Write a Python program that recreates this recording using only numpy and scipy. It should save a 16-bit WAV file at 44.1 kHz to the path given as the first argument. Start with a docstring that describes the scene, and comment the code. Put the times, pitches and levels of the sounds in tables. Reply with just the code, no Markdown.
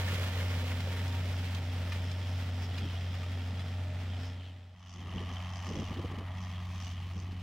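"""A rough, grassy field: a six-cylinder diesel tractor drags a disc harrow away from the microphones.
Engine tones drone, shaped noise clatters at each firing; random cracks make discs crunch soil and dry stalks.
Struck stones, snapping stalks and bright engine pings ring briefly; then it fades and cuts to a second scene.
It fades back in far off and facing us: crisp knocks flicker, dry grass hisses and
short low noise bursts buffet the microphones."""
import sys
import numpy as np
from scipy import signal
from scipy.fft import rfft, irfft, next_fast_len
from scipy.io import wavfile
from scipy.ndimage import uniform_filter1d, map_coordinates

SR = 44100
rng = np.random.default_rng(int(sys.argv[2]) if len(sys.argv) > 2 else 0)


def wrap_up_sound(samples):
    """Save the sound to the file named by the first command line argument, as 16-bit audio."""
    columns = np.atleast_2d(samples).T
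    # keep every value between -1 and 1, then stretch to whole-number steps
    tamed = np.clip(columns, -1, 1)
    steps = np.round(tamed * 32767).astype(np.int16)
    wavfile.write(sys.argv[1], SR, steps)


N = 327222
T = np.arange(N) / SR

# Engine speed before its slight jitter: (time [s], firing rate [Hz])
ENGINE_SPEED = [(0.0, 91.84), (0.5, 90.4), (0.8, 90.6), (1.05, 91.55), (1.4, 90.86), (1.9, 90.1),
                (2.2, 91.47), (2.9, 90.1), (3.45, 90.17), (3.75, 91.33), (4.1, 90.8), (4.5, 90.77),
                (5.4, 90.08), (5.75, 91.93), (6.1, 92.84), (6.5, 91.05), (6.9, 89.8), (7.3, 91.57)]
# Exhaust lines, relative to the drone: (multiple of the six-firing cycle [1], rear [dB], front [dB])
EXHAUST_LINES = [(3, -33, -25), (4, -24, -21), (5, -29, -14), (6, -1, 1), (9, -24, -20), (11, -28.5, -18.5),
                 (12, -26.5, -12.5), (14, -26, -23), (15, -31.5, -25.5), (18, -29.5, -30)]
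# Swells of the firing note's octave, from the front: (time [s], lift [dB])
OCTAVE_SWELL = [(5.0, 2), (5.35, -0.5), (5.6, 1.5), (6.28, -19), (6.4, 7.5), (6.5, -0.5), (6.65, 1),
                (7.05, -8), (7.2, 1)]
# Thin whine before its waver: (time [s], pitch [Hz], level [dB])
WHINE_TRACK = [(0.0, 937, -54), (0.09, 935, -52.5), (0.18, 920, -63), (0.72, 919, -64.5),
               (0.98, 928, -58.5), (1.14, 927, -58), (1.24, 919, -66), (2.3, 918, -63.5), (2.9, 917, -69)]
# Injector ring from the front, before its scatter: (time [s], pitch [Hz])
RING_PITCH_TRACK = [(5.0, 3134), (5.45, 3088), (5.85, 2960), (6.2, 3015), (6.55, 3253), (6.95, 3005)]
# Gear mesh tones, relative to the drone: (multiple of the firing rate [1], rear [dB], front [dB])
GEAR_TONES = [(2.8, -22.5, -24.5), (5.06, -35.5, -38), (6.7, -29, -33)]
# Knock of each cylinder in turn, before scatter: (level [dB])
CYLINDER_KNOCK_DB = [4.5, 3, 2.5, 3.5, 4.5, 1]
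# Swells of engine treble carried by moving air:
# (time [s], half length [s], lift of the ring [dB], lift of the hiss [dB])
TREBLE_SWELLS = [(2.08, 0.17, 4, 3.5), (2.643, 0.03, -3, 8), (2.872, 0.37, 4.5, 2.5), (3.886, 0.1, -9, -9),
                 (4.126, 0.065, 3.5, -3), (4.282, 0.073, -1, 10), (4.46, 0.14, 9, -11),
                 (4.897, 0.11, 3, 14.5), (5.204, 0.087, 1.5, 2.5), (5.384, 0.12, 2.5, -0.5),
                 (5.616, 0.12, -1, 7.5), (5.791, 0.15, 3.5, 8.5), (6.196, 0.26, -5.5, -10),
                 (6.418, 0.11, 1, 9.5), (6.56, 0.06, 2, 2), (6.72, 0.051, -8, 6), (6.87, 0.097, 5.5, 15),
                 (7.2, 0.044, -1, 11)]
# Short bright pings, mostly near 3 kHz, probably single strong engine knocks and injector rings:
# (time [s], nominal level [dB], pitch [Hz])
ENGINE_PINGS = [(0.08, -38, 1816), (0.717, -37, 2070), (2.742, -46, 3308), (2.83, -46, 3240),
                (2.875, -50, 3150), (2.885, -51, 3030), (2.897, -49, 3050), (2.954, -49, 2950),
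                (2.964, -45, 3260), (3.008, -45, 3320), (4.133, -48.5, 3060), (5.18, -43.5, 3020),
                (5.367, -43, 3100), (6.155, -48, 3020), (6.56, -49, 3200)]

# Spectrum shape of the exhaust rumble: (frequency [Hz], relative level per Hz [dB])
RUMBLE_SPECTRUM = [(20, -14), (38, -18), (60, -5.5), (130, 2.5), (200, -2), (260, -8.5), (320, -11),
                   (500, -15), (900, -53.5)]
# Spectrum shape of the clatter from behind: (frequency [Hz], relative level per Hz [dB])
CLATTER_REAR_SPECTRUM = [(250, -17), (400, -6), (620, 5), (780, 4.5), (1050, -7), (1380, -0.5),
                         (1550, -13.5), (1800, 0), (2150, -4), (2290, -9), (2430, -4), (2600, -6),
                         (3400, -8.5), (4200, -14), (5300, -18), (8000, -23), (15000, -55)]
# Spectrum shape of the clatter from the front: (frequency [Hz], relative level per Hz [dB])
CLATTER_FRONT_SPECTRUM = [(300, -28.5), (500, -14.5), (650, 0), (830, 0.5), (950, -1), (1170, 2.5),
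                          (1500, -13), (1900, -3), (2400, -12), (4200, -27.5), (7500, -45), (10000, -34.5),
                          (15000, -51)]
# Spectrum shape of discs in soil and stalks: (frequency [Hz], relative level per Hz [dB])
SOIL_SPECTRUM = [(150, -31), (300, -15.5), (420, -1.5), (530, -6.5), (700, -4), (1000, -2), (1500, -1),
                 (2100, -0.5), (3300, -3), (4300, -8), (7000, -16.5), (10000, -21), (12500, -21),
                 (15500, -20)]
# Spectrum shape of wind on the microphones: (frequency [Hz], relative level per Hz [dB])
GUST_SPECTRUM = [(20, 1), (45, 9), (120, 3.5), (250, 1.5), (380, -4.5), (520, -9), (750, -17.5),
                 (1500, -41), (6000, -80)]
# Spectrum shape of dry grass: (frequency [Hz], relative level per Hz [dB])
GRASS_SPECTRUM = [(500, -8), (2500, 11), (5000, 0.5), (9000, -12.5), (12500, -16), (15500, -14)]

# Resonances of harrow frame and discs: (centre [Hz], width [Hz], relative level [dB])
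FRAME_MODES = [(520, 210, 5.5), (1430, 70, -1), (1780, 90, -2.5), (2110, 63, 3)]
# Harrow steel when struck: (mode [Hz], relative level before scatter [dB])
STEEL_RINGS = [(1217, 2.5), (1780, -4), (2090, -4), (2440, -1), (2840, -1.5), (3390, -2), (4000, 0),
               (4920, 4)]
# Stones clanking on the discs: (time [s], peak level [dB], pitch that rings most [Hz])
STONE_CLANKS = [(1.9207, -31, 1910), (2.781, -34.5, 3200), (3.142, -40, 1750), (3.2315, -38, 1600),
                (3.5937, -39.5, 2440)]
# Stalks snapping and stones ticking, before lift and panning: (time [s], peak level [dB], centre [Hz])
STALK_SNAPS = [(0.1444, -37, 2960), (0.804, -35.5, 2160), (1.0794, -47, 5000), (1.5476, -37, 3380),
               (2.1143, -43, 3420)]
# Buffets on the microphones: (time [s], level at the peak [dB], half length [s], centre [Hz])
WIND_BUFFETS = [(2.84, -42.5, 0.04, 190), (4.964, -58, 0.01, 230), (5.065, -48.5, 0.059, 220),
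                (5.163, -39.5, 0.016, 201), (5.214, -41, 0.007, 352), (5.24, -44, 0.007, 280),
                (5.316, -45.5, 0.012, 180), (5.711, -40, 0.022, 260), (5.766, -37.5, 0.015, 260),
                (5.808, -37.5, 0.022, 290), (5.916, -36.5, 0.0086, 170), (5.971, -38.5, 0.0059, 240),
                (5.995, -37, 0.008, 350), (6.05, -37, 0.008, 250), (6.116, -42.5, 0.0087, 230),
                (6.143, -40, 0.0048, 320), (6.182, -39, 0.0055, 190), (6.214, -44, 0.015, 340),
                (7.07, -49, 0.0048, 280), (7.155, -48, 0.011, 160), (7.17, -45, 0.005, 210),
                (7.176, -50, 0.0032, 450), (7.191, -47.5, 0.008, 191), (7.23, -47.5, 0.0076, 250),
                (7.293, -45, 0.002, 520), (7.33, -48, 0.007, 170)]

# The machine sinks towards the cut to the far, front view and comes back after it
CUT_S, FADE_OUT_S, FADE_IN_S, FADE_DB = 4.75, 0.53, 0.42, -15
# Driving away, and distances from the microphones at the start
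DRIVE_M_S, ENGINE_M, HARROW_M = 1.36, 10.1, 1.77
# Levels from behind at the start, before wavers and lifts
REAR_DRONE_DB, REAR_CLATTER_DB, REAR_RING_DB, REAR_HISS_DB, HARROW_DB = -31.5, -51.5, -57.5, -62, -42.5
UNMASK_DB_PER_S = 0.53  # the harrow's frame shields the engine's clatter less and less
# Levels from the front, before wavers and lifts
FRONT_DRONE_DB, FRONT_CLATTER_DB, FRONT_RING_DB, FRONT_HISS_DB, GRASS_DB = -40.5, -50, -55.5, -67, -58.5
# The far clatter rises to a rounded peak and sinks away
LOUDEST_S, ARC_DB_PER_S2 = 5.28, 2
REAR_RUMBLE_DB, FRONT_RUMBLE_DB = -14.5, -16.5  # relative to the drone
KNOCK_SCATTER_DB = 1.4
TOP_HZ = 15800


def exhaust(cycle, front):
    """The firing note and octave, with weak lines from unequal cylinders, over rumble that puffs at firings."""
    out = 0
    for order, rear_db, front_db in EXHAUST_LINES:
        waver_db = 0.45 * walk(22) if order == 6 else 2.4 * walk(12)
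        drift_turns = 0 if order % 6 == 0 else 0.06 * walk(10)
        line = np.sin(2 * np.pi * (order * cycle + drift_turns + rng.random()))
        swell_db = curves(OCTAVE_SWELL)[0] if order == 12 else 0
        level_db = np.where(front, front_db + swell_db, rear_db) + waver_db
        out = out + np.sqrt(2) * line * undb(level_db)
    puffs = rng.standard_normal(N) * knocks(cycle, decay_strokes=0.25, steady=0.95)
    rumble = colour(puffs, RUMBLE_SPECTRUM)
    return out + rumble * undb(np.where(front, FRONT_RUMBLE_DB, REAR_RUMBLE_DB))


def gears(cycle, front):
    """Meshing teeth sing at fixed multiples of the engine speed, unsteady from backlash."""
    firing = len(CYLINDER_KNOCK_DB) * cycle
    out = 0
    for multiple, rear_db, front_db in GEAR_TONES:
        turns = multiple * firing + 0.18 * walk(24)
        level_db = np.where(front, front_db, rear_db) + 3.15 * walk(6)
        out = out + np.sqrt(2) * np.sin(2 * np.pi * turns) * undb(level_db)
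    return out


def whine():
    """A thin, wavering mechanical sine, heard until the cut; its pitch is mostly higher in the swells."""
    hz, db = curves(WHINE_TRACK)
    turns = np.cumsum(hz + 3.86 * walk(24.8)) / SR
    return np.sqrt(2) * np.sin(2 * np.pi * turns) * undb(db + 1.3 * walk(24.2)) * (T < CUT_S)


def knocks(cycle, decay_strokes, steady):
    """Envelope: a burst at each firing swells and dies within the stroke, over steady mechanical noise."""
    firing = len(CYLINDER_KNOCK_DB) * cycle
    count, phase = firing.astype(int), firing % 1
    scatter_db = KNOCK_SCATTER_DB * rng.standard_normal(N // 100)[count]
    size_db = np.take(CYLINDER_KNOCK_DB, count, mode="wrap") + scatter_db
    burst = phase / decay_strokes * np.exp(1 - phase / decay_strokes)
    return unit(steady + undb(size_db) * burst)


def injection_rings(cycle, hz, scatter=0.05, decay_strokes=0.25):
    """Each injection strikes a brief, clean ring, every time at a slightly different pitch."""
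    firing = len(CYLINDER_KNOCK_DB) * cycle
    detune, start = rng.standard_normal((N // 100, 2))[firing.astype(int)].T
    turns = np.cumsum(hz * (1 + scatter * detune)) / SR + start
    stroke = np.sin(np.pi * (firing % 1))  # silent where the pitch jumps
    return unit(np.sin(2 * np.pi * turns) * knocks(cycle, decay_strokes, 0) * stroke)


def block_rear(cycle, ring_db, hiss_db):
    """Diesel clatter from behind, blurred by cab and grass; each part of the block rattles in its own way."""
    body = knocks(cycle, decay_strokes=0.28, steady=0.9)
    valves = knocks(cycle, decay_strokes=0.28, steady=0.9)
    injectors = knocks(cycle, decay_strokes=0.25, steady=0.3)
    clatter = colour(body * stereo_noise(0.067), CLATTER_REAR_SPECTRUM)
    clatter = clatter * undb(REAR_CLATTER_DB + UNMASK_DB_PER_S * T)
    rough_ring = unit(resonate(injectors * stereo_noise(0.13), 3080, 1500))
    ring = unit(rough_ring + undb(-1) * injection_rings(cycle, 3230))
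    ring = ring * undb(REAR_RING_DB + ring_db + 0.97 * walk(22.9))
    hiss = unit(resonate(valves * stereo_noise(0.12), 5180, 1120))
    hiss = hiss * undb(REAR_HISS_DB + hiss_db + 1.25 * walk(16))
    return (clatter + ring + hiss) * receding(ENGINE_M)


def block_front(cycle, ring_db, hiss_db):
    """Crisp knock from the front, valves just after each firing; moving air makes the treble swell and flicker."""
    body = knocks(cycle, decay_strokes=0.22, steady=1.0)
    injectors = knocks(cycle, decay_strokes=0.19, steady=0.094)
    valves = knocks(cycle - 0.015, decay_strokes=0.19, steady=0.073)  # lag in engine cycles
    clatter = colour(body * stereo_noise(0.28), CLATTER_FRONT_SPECTRUM) * undb(FRONT_CLATTER_DB)
    rough_ring = unit(resonate(injectors * stereo_noise(0.3), 2970, 1100))
    clean_ring = injection_rings(cycle, curves(RING_PITCH_TRACK)[0], scatter=0.045, decay_strokes=0.18)
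    ring = unit(rough_ring + undb(0.5) * clean_ring)
    ring = ring * undb(FRONT_RING_DB + ring_db + 0.56 * walk(5.7))
    low_hiss = resonate(valves * stereo_noise(0.17), 5130, 1500)
    high_hiss = resonate(valves * stereo_noise(0.29), 5980, 1250)
    hiss = unit(low_hiss + high_hiss) * undb(FRONT_HISS_DB + hiss_db + 1.8 * walk(33))
    arc_db = -ARC_DB_PER_S2 * (T - LOUDEST_S) ** 2
    return (clatter + ring + hiss) * undb(arc_db)


def swells():
    """Lifts in dB of the injectors' ring and of the hiss: moving air gives a smooth hump for each swell."""
    lifts = np.zeros((2, N))
    for s, length_s, ring_db, hiss_db in TREBLE_SWELLS:
        lifts += np.outer([ring_db, hiss_db], np.exp(-((T - s) / length_s) ** 2))
    return lifts


def engine_pings(attack_s=0.0013, decay_s=0.0046, rough=0.51):
    """Short bright pings, probably single strong engine knocks and injector rings: a sine with narrow noise."""
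    out, t = np.zeros(N), T[:SR // 10]
    shape = (1 - np.exp(-t / attack_s)) * np.exp(-t / decay_s)
    for s, db, hz in ENGINE_PINGS:
        narrow_noise = unit(resonate(rng.standard_normal(len(t)), hz, hz / 5))
        ring = np.sin(2 * np.pi * hz * t) + rough * narrow_noise
        out[int(s * SR):int(s * SR) + len(t)] += ring * shape / shape.max() * undb(db)
    return out


def harrow(grains_per_s=2500, spread=0.43, dulling_db_per_s=1.5):
    """Discs shear soil and stalks: countless tiny cracks over a steady scrape, duller as they drive off."""
    cracks = unit((rng.random((2, N)) < grains_per_s / SR) * rng.standard_normal((2, N)))
    scrape = rng.standard_normal((2, N))
    mid, side = colour((cracks + scrape) * undb(1.48 * walk(44.64)), SOIL_SPECTRUM)
    side = spread * signal.sosfilt(signal.butter(2, 1400, "high", fs=SR, output="sos"), side)
    both = np.array([mid + side, mid - side])
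    low = signal.sosfiltfilt(signal.butter(1, 5000, fs=SR, output="sos"), both)
    # close by on the right, where the camera body shades the left microphone's treble
    treble = (both - low) * panned(-4.5) * undb(-dulling_db_per_s * T)
    return (low * panned(-0.048) + treble) * undb(HARROW_DB) * receding(HARROW_M)


def frame(knocks_per_s=450, level_db=-46.0, fade_db_per_s=8.0):
    """Clods drum thickly on steel frame and discs, which ring briefly; soon lost as the harrow leaves."""
    out = 0
    for hz, width_hz, db in FRAME_MODES:
        clods = unit((rng.random(N) < knocks_per_s / SR) * rng.standard_normal(N))
        drumming = clods + 0.5 * stereo_noise(0.49)
        out = out + undb(db + 2 * walk(20)) * resonate(drumming, hz, width_hz)
    return unit(out) * undb(level_db - fade_db_per_s * T)


def from_right(x, lag_s=0.000084):
    """A source on the right reaches the left microphone late, less so far off; treble is too diffuse to show it."""
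    low = signal.sosfiltfilt(signal.butter(2, 4000, fs=SR, output="sos"), x[0])
    heard_at = (T - lag_s * receding(HARROW_M)) * SR
    late = map_coordinates(low, [heard_at], order=1, mode="mirror")
    return np.array([x[0] - low + late, x[1]])


def clanks(attack_s=0.00041, decay_s=0.0089, reach_octaves=1.0, scatter_db=2.0, rough=0.3):
    """A stone strikes a disc: a few steel modes ring, damped at once by the soil."""
    out, t = np.zeros(N), T[:SR // 10]
    hz, db = np.transpose(STEEL_RINGS)
    shape = (1 - np.exp(-t / attack_s)) * np.exp(-t / decay_s)
    for s, peak_db, centre_hz in STONE_CLANKS:
        size, start = rng.standard_normal((2, len(hz)))
        nearness = np.exp(-(np.log2(hz / centre_hz) / reach_octaves) ** 2)
        weight = undb(db + scatter_db * size) * nearness
        ring = unit(weight @ np.sin(2 * np.pi * (np.outer(hz, t) + start[:, None])))
        contact = unit(resonate(rng.standard_normal(len(t)), 4200, 4300))
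        hit = (ring + rough * contact) * shape
        out[int(s * SR):int(s * SR) + len(t)] += hit / np.abs(hit).max() * undb(peak_db)
    return out


def snaps(decay_s=0.0063, spread=0.37, lift_db=3.5):
    """Stalks snap and stones tick: short bursts of contact noise, each with a broad resonance of its own."""
    out, t, noise = np.zeros((2, N)), T[:SR // 10], stereo_noise(spread)
    for s, db, hz in STALK_SNAPS:
        span = slice(int(s * SR), int(s * SR) + len(t))
        hit = resonate(noise[:, span] * np.exp(-t / decay_s), hz, width_hz=hz)
        out[:, span] += hit / np.abs(hit).max() * undb(db)
    return out * undb(lift_db) * panned(-1.4)


def wind(flutter_db=-14.5, flutter_s=0.064, rel_width=3.2):
    """Eddies thump on the microphones one by one, each with its own depth, in a longer, weaker flutter."""
    eddies = colour(stereo_noise(0.2, apart_hz=316) * undb(0.62 * walk(70)), GUST_SPECTRUM)
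    out, flutter_power = np.zeros((2, N)), np.zeros(N)
    for s, db, length_s, hz in WIND_BUFFETS:
        span = slice(int(s * SR) - SR // 4, int(s * SR) + SR // 4)
        shape = np.exp(-((T[span] - s) / length_s) ** 2 / 2)
        thump = resonate(eddies[:, span] * shape, hz, rel_width * hz)
        out[:, span] += unit(thump) * np.sqrt(np.mean(shape ** 2)) * undb(db)
        around = np.exp(-((T[span] - s) / flutter_s) ** 2)
        flutter_power[span] += undb(2 * (db + flutter_db)) * around
    flutter = colour(stereo_noise(0.1, apart_hz=288), GUST_SPECTRUM) * np.sqrt(flutter_power)
    return out + flutter


def grass():
    """Dry blades near the microphones brush each other faintly: fluttering, shaped noise."""
    blades = colour(stereo_noise(0.19) * undb(2.66 * walk(250)), GRASS_SPECTRUM)
    return blades * undb(GRASS_DB + 1.2 * walk(5.2))


def receding(start_m):
    """Gain of a source that drives away from start_m: it falls with distance."""
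    return start_m / (start_m + DRIVE_M_S * T)


def fade():
    """Gain that sinks evenly in dB towards the cut and comes back after it."""
    depth = np.interp(T, [CUT_S - FADE_OUT_S, CUT_S, CUT_S + FADE_IN_S], [0, 1, 0])
    return undb(FADE_DB * depth)


def undb(db):
    """Decibels to gain."""
    return 10 ** (np.asarray(db) / 20)


def unit(x):
    """Scale to rms 1."""
    return x / np.sqrt(np.mean(x ** 2))


def curves(table):
    """Each column of a table as a line through time."""
    s, *columns = np.transpose(table)
    return [np.interp(T, s, c) for c in columns]


def colour(x, points):
    """Give a sound the spectrum of (Hz, dB) points at rms near 1, without ringing ahead of its clicks."""
    hz, db = np.transpose(points)
    size = next_fast_len(N + SR // 10, real=True) // 2 * 2
    f = np.maximum(np.arange(size // 2 + 1) * SR / size, 1)
    # keeping the cepstrum's first half makes the filter minimum phase
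    cepstrum = irfft(np.log(undb(np.interp(np.log(f), np.log(hz), db))))
    cepstrum[size // 2:] = 0
    response = np.exp(2 * rfft(cepstrum))
    return unit(irfft(rfft(x, size) * response)[..., :N])


def resonate(x, hz, width_hz):
    """A resonance with steep skirts: the same peak filter twice."""
    b, a = signal.iirpeak(min(hz, SR * .45), hz / width_hz, SR)
    return signal.lfilter(b, a, signal.lfilter(b, a, x))


def walk(rate):
    """Smooth chance with spread near 1, from rate random steps a second."""
    k = int(SR / rate)
    steps = np.repeat(rng.standard_normal(N // k + 1), k)
    return 1.3 * uniform_filter1d(uniform_filter1d(steps, k), k)[:N]


def stereo_noise(spread, apart_hz=1800):
    """White noise whose treble differs between left and right; the bass is shared."""
    mid, side = rng.standard_normal((2, N))
    side = spread * signal.sosfilt(signal.butter(2, apart_hz, "high", fs=SR, output="sos"), side)
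    return np.array([mid + side, mid - side])


def panned(db):
    """Left and right gains for a left minus right level."""
    return undb(np.array([[db], [-db]]) / 2)


def scene():
    """One crankshaft drives exhaust, gears and block; discs and frame are heard only before the cut."""
    firing_hz = curves(ENGINE_SPEED)[0] * (1 + .002 * walk(15))
    cycle = np.cumsum(firing_hz) / SR / len(CYLINDER_KNOCK_DB)
    front = T >= CUT_S
    drone_gain = np.where(front, undb(FRONT_DRONE_DB), undb(REAR_DRONE_DB) * receding(ENGINE_M))
    drone = (exhaust(cycle, front) + gears(cycle, front)) * drone_gain
    lifts = swells()
    near = block_rear(cycle, *lifts) + from_right(harrow() + frame())
    far = block_front(cycle, *lifts) + grass()
    faded = (drone + np.where(front, far, near) + whine()) * fade()
    return faded + engine_pings() + snaps() + clanks() + wind()


def record(dry, widen=1.0):
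    """The camera widens the treble between its two microphones and cuts the top."""
    treble = signal.butter(2, 2600, "high", fs=SR, output="sos")
    side = widen * signal.sosfiltfilt(treble, (dry[0] - dry[1]) / 2)
    wide = dry + np.array([side, -side])
    return signal.sosfilt(signal.ellip(10, .2, 80, TOP_HZ, fs=SR, output="sos"), wide)


dry = scene()
out = record(dry)
wrap_up_sound(out)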